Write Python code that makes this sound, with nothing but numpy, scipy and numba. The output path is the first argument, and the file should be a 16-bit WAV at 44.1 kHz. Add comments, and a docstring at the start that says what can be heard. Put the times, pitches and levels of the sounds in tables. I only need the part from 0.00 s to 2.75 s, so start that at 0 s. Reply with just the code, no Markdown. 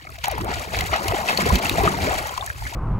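"""Bubbles ring and glide as a hand swishes a hollow plastic toy back and forth under shallow water, outdoors.
Each stroke traps air: bubbles and air pockets, small to large, are fading sine waves, most rising in pitch.
Water slaps the toy in short noise bursts, spray crackles in tiny ringing drops and hisses as shaped noise.
A low rumble of lumpy noise swells underneath. A close microphone with two ports hears it all."""
import sys
import numpy as np
from scipy import signal
from scipy.fft import rfft, irfft
from scipy.io import wavfile
from numba import njit

SR = 44100
rng = np.random.default_rng(int(sys.argv[2]) if len(sys.argv) > 2 else 0)


def voltage_ratio(level):
    """Linear amplitude factor for a level in decibels (scalar or array-like)."""
    return 10 ** (np.asarray(level, float) / 20)


def transcribe(u):
    """Save the signal u as a 16-bit wav file named by the first command-line argument.

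    u: samples, shape (n,) or (channels, n), limited to [-1, 1]; the rate is SR.
    q: integer samples, one column per channel.
    """
    v = np.clip(np.atleast_2d(u).T, -1, 1)
    q = np.round(v * 32767).astype(np.int16)
    wavfile.write(sys.argv[1], SR, q)


N = 121275  # samples, 2.75 s


def in_time(rows):
    """Draws straight lines between the rows of a table, giving one curve per column after the time."""
    time_s, *columns = np.transpose(rows)
    return [np.interp(np.arange(N) / SR, time_s, column) for column in columns]


def at_hz(points, hz):
    """Reads a table of pitch and level, with straight lines on a logarithmic pitch axis."""
    point_hz, point_db = np.transpose(points)
    return np.interp(np.log(hz + 1), np.log(point_hz), point_db)


def unit(x):
    """Scales a signal to an average (rms) strength of 1."""
    return x / np.sqrt(np.mean(x ** 2) + 1e-20)


def colour(x, tone):
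    """Makes each pitch of a sound stronger or weaker, as a tone table says."""
    gain = voltage_ratio(at_hz(tone, np.fft.rfftfreq(N, 1 / SR)))
    return irfft(rfft(x) * gain, N)


def drift(rate_hz):
    """Smooths noise with two equal low-pass stages into a random wander of rms 1."""
    pole = np.exp(-2 * np.pi * rate_hz / SR)
    noise = rng.standard_normal(N + SR)
    smooth = signal.lfilter([1], [1, -2 * pole, pole * pole], noise)
    return unit(smooth[SR:])  # the first second lets the filter settle


@njit
def add_rings(out, start, height, hz, cycles, rise, onset_cycles, sr):
    """Adds sine waves that swell, fade by 40 dB over their cycles and glide to hz * (1 + 2 * rise)."""
    for k in range(len(start)):
        span = cycles[k] / hz[k] * sr  # samples
        for i in range(min(int(span), len(out) - start[k])):
            turns = i * hz[k] / sr
            swell = 1 - np.exp(-turns / onset_cycles)
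            fade = np.exp(-4.6 * i / span)
            wave = np.sin(2 * np.pi * turns * (1 + rise[k] * i / span))
            out[start[k] + i] += height[k] * swell * fade * wave


def bubbles(level_db, sizes, rule, clumps):
    """Random bubbles come in clumps and more often in busy water; each rings and rises in pitch."""
    per_s, cycles, rise, spread_db, clump_db, lift_db = rule
    draw = rng.random((30000, 6))  # candidates, of which only some are born
    busy_db = 0.6 * (level_db - level_db.mean())
    start = (draw[:, 0] * N).astype(np.int64)
    crowding = voltage_ratio(clump_db * clumps + busy_db)
    born = draw[:, 1] < per_s * N / SR / len(draw) * crowding[start]
    lowest_hz, highest_hz = sizes[0][0], sizes[-1][0]
    hz = lowest_hz * (highest_hz / lowest_hz) ** draw[:, 2]
    height = voltage_ratio(at_hz(sizes, hz) - spread_db * np.log(draw[:, 3] + 0.09))
    ring_cycles = cycles * (0.68 + 2.35 * draw[:, 4])
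    ring_rise = rise * 2 * draw[:, 5]
    out = np.zeros(N)
    add_rings(out, start[born], height[born], hz[born], ring_cycles[born], ring_rise[born], 0.57, SR)
    # Undo the loudness gained from sheer numbers, then follow the level curve.
    even = unit(out * voltage_ratio(-busy_db / 2))
    return voltage_ratio(level_db + lift_db) * even


def churn(level_db, clumps):
    """Middle-sized bubbles ring in the churned water."""
    # how loud bubbles of each size are: pitch_hz, level_db (before random spread)
    churn_sizes = [(400, -19.5), (550, -7), (700, -1.5), (1000, 0), (1400, -3.5)]
    # bubble habits: base_rate_per_s, base_fade_cycles, base_rise_share, spread_db, clumping_db, lift_db
    churn_rule = (416.5, 14.8, 0.066, 1.93, 2, 2.87)
    return bubbles(level_db, churn_sizes, churn_rule, clumps)


def big_bubbles(level_db, clumps):
    """Bigger bubbles ring lower and for fewer cycles."""
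    # how loud bubbles of each size are: pitch_hz, level_db (before random spread)
    big_sizes = [(140, -5), (250, -9.5), (430, 4)]
    # bubble habits: base_rate_per_s, base_fade_cycles, base_rise_share, spread_db, clumping_db, lift_db
    big_rule = (140.5, 4.99, 0.321, 5.9, 0.68, 0.91)
    return bubbles(level_db, big_sizes, big_rule, clumps)


def fizz(level_db, clumps):
    """Crowds of small bubbles ring high and blend into a fizz."""
    # how loud bubbles of each size are: pitch_hz, level_db (before random spread)
    fizz_sizes = [(1300, -7.5), (1700, 1.5), (2500, -2), (3500, -2.5), (5500, -4)]
    # bubble habits: base_rate_per_s, base_fade_cycles, base_rise_share, spread_db, clumping_db, lift_db
    fizz_rule = (2000, 17, 0.15, 2, 4, 7)
    return bubbles(level_db, fizz_sizes, fizz_rule, clumps)


def single_bubbles():
    """Single bubbles and pockets, small to large, swell softly and each ring one note; gulps glide more."""
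    # steady bubbles and pockets: start_s, level_db (before a shared lift), pitch_hz, fade_cycles (60 at most)
    glugs = [(0.069, -31.5, 2210, 37), (0.181, -32.5, 663, 20), (0.242, -21, 956, 29),
             (0.27, -21.5, 783, 21), (0.281, -8.5, 800, 16), (0.309, -19, 716, 9.9), (0.379, -11, 930, 8),
             (0.515, -20.5, 700, 12), (0.735, -25, 636, 19), (0.764, -20, 475, 8.4),
             (0.807, -16.5, 2070, 30), (0.954, -23, 797, 53), (1.121, -7, 660, 8.5),
             (1.185, -12.5, 623, 11), (1.286, -15.5, 2580, 73), (1.292, -15, 693, 17),
             (1.3735, -13.5, 4380, 55), (1.388, -8, 575, 8.4), (1.503, -8, 1016, 24), (1.598, -18, 668, 17),
             (1.635, -12, 700, 5.8), (1.655, -18, 2700, 38), (1.711, -8.5, 314, 3.9),
             (1.782, -8, 680, 15.4), (1.806, -12, 776, 27), (1.829, -16, 910, 11), (1.853, -11, 646, 17.4),
             (1.875, -5, 1230, 24), (1.939, -18.5, 937, 30), (1.987, -15, 787, 14), (2.076, -18.5, 607, 28),
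             (2.123, -20, 610, 22), (2.254, -24, 860, 36), (2.293, -27, 3150, 33), (2.308, -18, 790, 8.6),
             (2.377, -12.5, 1030, 18), (2.41, -23.5, 3550, 99), (2.424, -22.5, 1070, 39),
             (2.475, -25, 1720, 36), (2.5, -18, 1613, 32), (2.622, -19.5, 870, 10.7),
             (2.652, -28, 2100, 34), (2.666, -24, 1710, 50), (2.723, -29.5, 913, 39)]
    # drips, gulps and gliding gurgles: start_s, level_db (before the lift), pitch_hz, fade_cycles, rise_share
    gulps = [(0.048, -37, 1250, 21, 0.022), (0.071, -28, 1260, 19, .05), (0.093, -27, 1290, 13, 0.013),
             (.318, -21, 711, 39.6, -0.46), (0.353, -31, 508, 22, -0.29), (.478, -19.5, 685, 24, 0.5),
             (0.404, -29.5, 311, 20, 0.18), (.49, -8, 190, 1.7, 0.19), (0.899, -16, 65, 5.3, -0.019),
             (1.134, -15.5, 493, 15.4, -0.42), (1.39, -19, 183, 10.5, -0.014), (1.487, -6.5, 126, 3, -0.43),
             (1.52, -4, 77, 5.5, -0.2), (1.524, -15.5, 216, 14.7, -0.22), (1.551, -8, 67, 2.4, -0.25),
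             (1.577, -34, 395, 33, 0.42), (2.406, -29.5, 734, 55, 0.36)]
    glug_rise = 0.009  # share
    rows = [row + (glug_rise,) for row in glugs] + gulps
    start_s, level_db, hz, cycles, rise = np.transpose(rows)
    start = (start_s * SR).astype(np.int64)
    out = np.zeros(N)
    add_rings(out, start, voltage_ratio(level_db + 7), hz, np.clip(cycles, 1, 60), rise, 1.6, SR)
    return out


def slaps():
    """Water slaps the toy: noise bursts with a body and a treble part that dies sooner."""
    # slaps of spray: start_s, level_db (before a shared lift), length_s (time to fall to 37 %), treble_lift_db
    slap_rows = [(0.102, -42.5, 0.0023, 13.5), (0.1853, -32, 0.0032, -6), (0.239, -20, 0.0093, -10),
                 (0.256, -15.5, 0.0015, -12), (0.282, -27, 0.001, 18.5), (0.313, -27.5, 0.0033, 9.5),
                 (0.382, -31, 0.0017, 9), (0.411, -28, 0.0034, 2), (0.445, -34, 0.0021, 12),
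                 (0.539, -23, 0.0036, -16), (0.768, -23, 0.002, 5.5), (0.788, -16, 0.0027, -10.5),
                 (0.808, -18.5, 0.0032, 2), (0.96, -20, 0.0033, -14), (1.081, -16, 0.0043, 2.5),
                 (1.278, -20, 0.0016, -12), (1.3745, -12, 0.0024, 0), (1.462, -20.5, 0.0051, -4),
                 (1.554, -16.5, 0.0064, -1), (1.635, -40, 0.0016, 5), (1.6475, -17.5, 0.0012, 8),
                 (1.6945, -5, 0.0015, -2), (1.834, -21, 0.0024, 4), (2.143, -23, 0.0025, -20),
                 (2.271, -34.5, 0.0033, 15.5), (2.375, -23.5, 0.0039, -5), (2.228, -36, 0.002, 5),
                 (2.462, -31, 0.004, 14.5)]
    # tone of the body: pitch_hz, level_db
    body_tone = [(1000, -24), (2400, 6), (4400, 2.5), (6000, -0.5), (9000, -13)]
    # tone of the treble part: pitch_hz, level_db
    treble_tone = [(3000, -32), (6000, 13), (11000, 15), (16000, 9.5)]
    attack_s, treble_fade_s = 0.00058, 0.0021
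    age_s = np.arange(4000) / SR
    body, treble = np.zeros(N + 4000), np.zeros(N + 4000)
    for start_s, level_db, length_s, lift_db in slap_rows:
        first = int(start_s * SR)
        attack = (1 - np.exp(-age_s / attack_s)) ** 2
        shape = voltage_ratio(level_db + 3) * attack * np.exp(-age_s / length_s)
        body[first:first + len(age_s)] += shape
        treble[first:first + len(age_s)] += shape * voltage_ratio(lift_db) * np.exp(-age_s / treble_fade_s)
    body_noise = unit(colour(rng.standard_normal(N), body_tone))
    treble_noise = unit(colour(rng.standard_normal(N), treble_tone))
    return body[:N] * body_noise + treble[:N] * treble_noise


def droplets(level_db, clumps):
    """Tiny drops of spray ring very high and briefly, which makes a crackle."""
    # how loud drops of each size are: pitch_hz, level_db (before random spread)
    drop_sizes = [(4000, -4.5), (7000, -2.5), (11000, -8.5), (15500, 1.5)]
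    # drop habits: base_rate_per_s, base_fade_cycles, base_rise_share, spread_db, clumping_db, lift_db
    drop_rule = (1400, 4.33, 0.93, 7.8, 6, 1.34)
    return bubbles(level_db, drop_sizes, drop_rule, clumps)


def spray_hiss(level_db, clumps):
    """The hiss of the spray is shaped noise that flickers with the spatter."""
    # tone of the hiss: pitch_hz, level_db (per Hz)
    hiss_tone = [(200, -31), (600, 0), (1200, 5.5), (2500, -10.5), (4400, -0.5), (7000, -8.5), (11000, -14),
                 (16000, -13)]
    lift_db, flicker_db = 3, 2.2
    hiss = unit(colour(rng.standard_normal(N), hiss_tone))
    return voltage_ratio(level_db + lift_db + flicker_db * clumps) * hiss


def rumble(level_db):
    """Low noise swells in lumps; both ports share most of it and each has some of its own."""
    # tone of the rumble: pitch_hz, level_db (per Hz)
    rumble_tone = [(20, -25), (35, -3), (58, 8), (85, 6.5), (125, 0.5), (200, -24.5), (350, -37)]
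    lumps_db, own_db, pan_db = 3.5, -4, 0.4
    shared, left, right = (unit(colour(rng.standard_normal(N), rumble_tone)) for _ in range(3))
    both = shared + voltage_ratio(own_db) * np.array([left, right])
    balance = voltage_ratio(np.array([[pan_db], [-pan_db]]))
    return voltage_ratio(level_db + lumps_db * drift(13.5)) * both * balance


def ports(water):
    """The left port hears the water as is; the right one coloured, phase-turned and partly scrambled."""
    # tone at the right port: pitch_hz, level_db
    right_tone = [(300, 2), (430, 0), (560, -13.5), (700, -4.5), (800, -5.5), (1200, -7), (1600, -0.2),
                  (2500, -2.5), (3300, -5), (4700, -16), (5800, -6)]
    # its treble end: pitch_hz, level_db
    right_treble = [(6500, 0), (16000, 0)]
    # phase turn at the right port: pitch_hz, turn_radians
    right_phase = [(170, 0), (470, -1.25), (640, -.55), (1030, -2.0), (1300, -2.2), (1640, -3.1),
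                   (2500, -6.45), (3300, -7.5), (3800, -12.3), (4300, -12.2), (5950, -19.1), (6400, -19.6),
                   (17000, -4.19)]
    # tone of the scrambled share, in the right port alone: pitch_hz, level_db
    scatter_tone = [(100, -7), (500, -20), (1500, -7), (3000, -9), (5000, -3)]
    # its treble end: pitch_hz, level_db
    scatter_treble = [(6500, -40), (16000, -40)]
    hz = np.fft.rfftfreq(N, 1 / SR)
    phase = np.interp(hz, *np.transpose(right_phase))
    turn = np.exp(1j * phase) * voltage_ratio(at_hz(right_tone + right_treble, hz))
    direct = irfft(rfft(water) * turn, N)
    # Multiplying by a fast random wander scrambles the water sound.
    scattered = colour(water * drift(380), scatter_tone + scatter_treble)
    return np.array([water, direct + scattered])


def scene():
    """Adds up all the water sounds, passes them through the two ports and adds the rumble."""
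    # strokes as level curves, before later lifts: time_s, churn_level_db, fizz_level_db, spray_level_db
    strokes = [(0.03, -48, -49.5, -53), (0.23, -55, -52, -56.5), (0.24, -35.5, -35.5, -47.5),
               (0.46, -34, -49, -64.5), (0.54, -31.5, -35, -41), (0.71, -38, -46.5, -45.5),
               (0.74, -28, -32, -40.5), (0.91, -36, -39, -38.5), (0.94, -20, -27.5, -44),
               (1.01, -32, -41.5, -38.5), (1.12, -26.5, -35.5, -41), (1.26, -32.5, -42.5, -42),
               (1.29, -25, -25.5, -33), (1.345, -27.5, -37, -39), (1.37, -32, -39.5, -40),
               (1.39, -27.5, -33, -36.5), (1.75, -30.5, -35.5, -38), (1.86, -24, -31.5, -38),
               (1.92, -34, -37.5, -38), (2.07, -24.5, -33, -37), (2.45, -40.5, -48.5, -46.5),
               (2.54, -46.5, -50, -49.5), (2.75, -43.5, -43.5, -43.5)]
    # low end as level curves, before later lifts: time_s, rumble_level_db, big_bubble_level_db
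    low_end = [(0.0, -45, -48), (0.26, -38, -59), (0.41, -28, -32.5), (0.7, -44, -42.5), (0.73, -29, -42),
               (0.86, -33, -35), (0.9, -30.5, -44), (0.98, -44, -38.5), (1.09, -26, -37), (1.3, -49, -36),
               (1.55, -26.5, -25.5), (1.61, -33.5, -35), (1.74, -23.5, -32), (1.88, -23, -23.5),
               (1.91, -39, -34), (2.04, -26, -28.5), (2.3, -42.5, -50.5), (2.43, -33.5, -58),
               (2.75, -42.5, -45)]
    churn_db, fizz_db, spray_db = in_time(strokes)
    rumble_db, big_db = in_time(low_end)
    surge = drift(20)  # clumps shared by churn and big bubbles
    spatter = drift(30)  # clumps shared by fizz, droplets and hiss
    ringing = churn(churn_db, surge) + big_bubbles(big_db, surge) + fizz(fizz_db, spatter)
    spray = droplets(spray_db, spatter) + spray_hiss(spray_db, spatter)
    water = ringing + single_bubbles() + slaps() + spray
    return ports(water) + rumble(rumble_db)


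def top_cut(x):
    """Nothing passes above the cut-off."""
    return signal.sosfilt(signal.butter(12, 16990, fs=SR, output="sos"), x)


def record(dry):
    """Rounds off the peaks and cuts the top of the treble with a steep low-pass filter."""
    rounded = 1.2 * np.tanh(dry / 1.2)
    # order 8, 0.5 dB ripple, 30 dB cut, edge at 15750 Hz
    low_pass = signal.ellip(8, 0.5, 30, 15750, fs=SR, output="sos")
    mix = signal.sosfilt(low_pass, rounded)
    return top_cut(mix)


dry = scene()
out = record(dry)
transcribe(out)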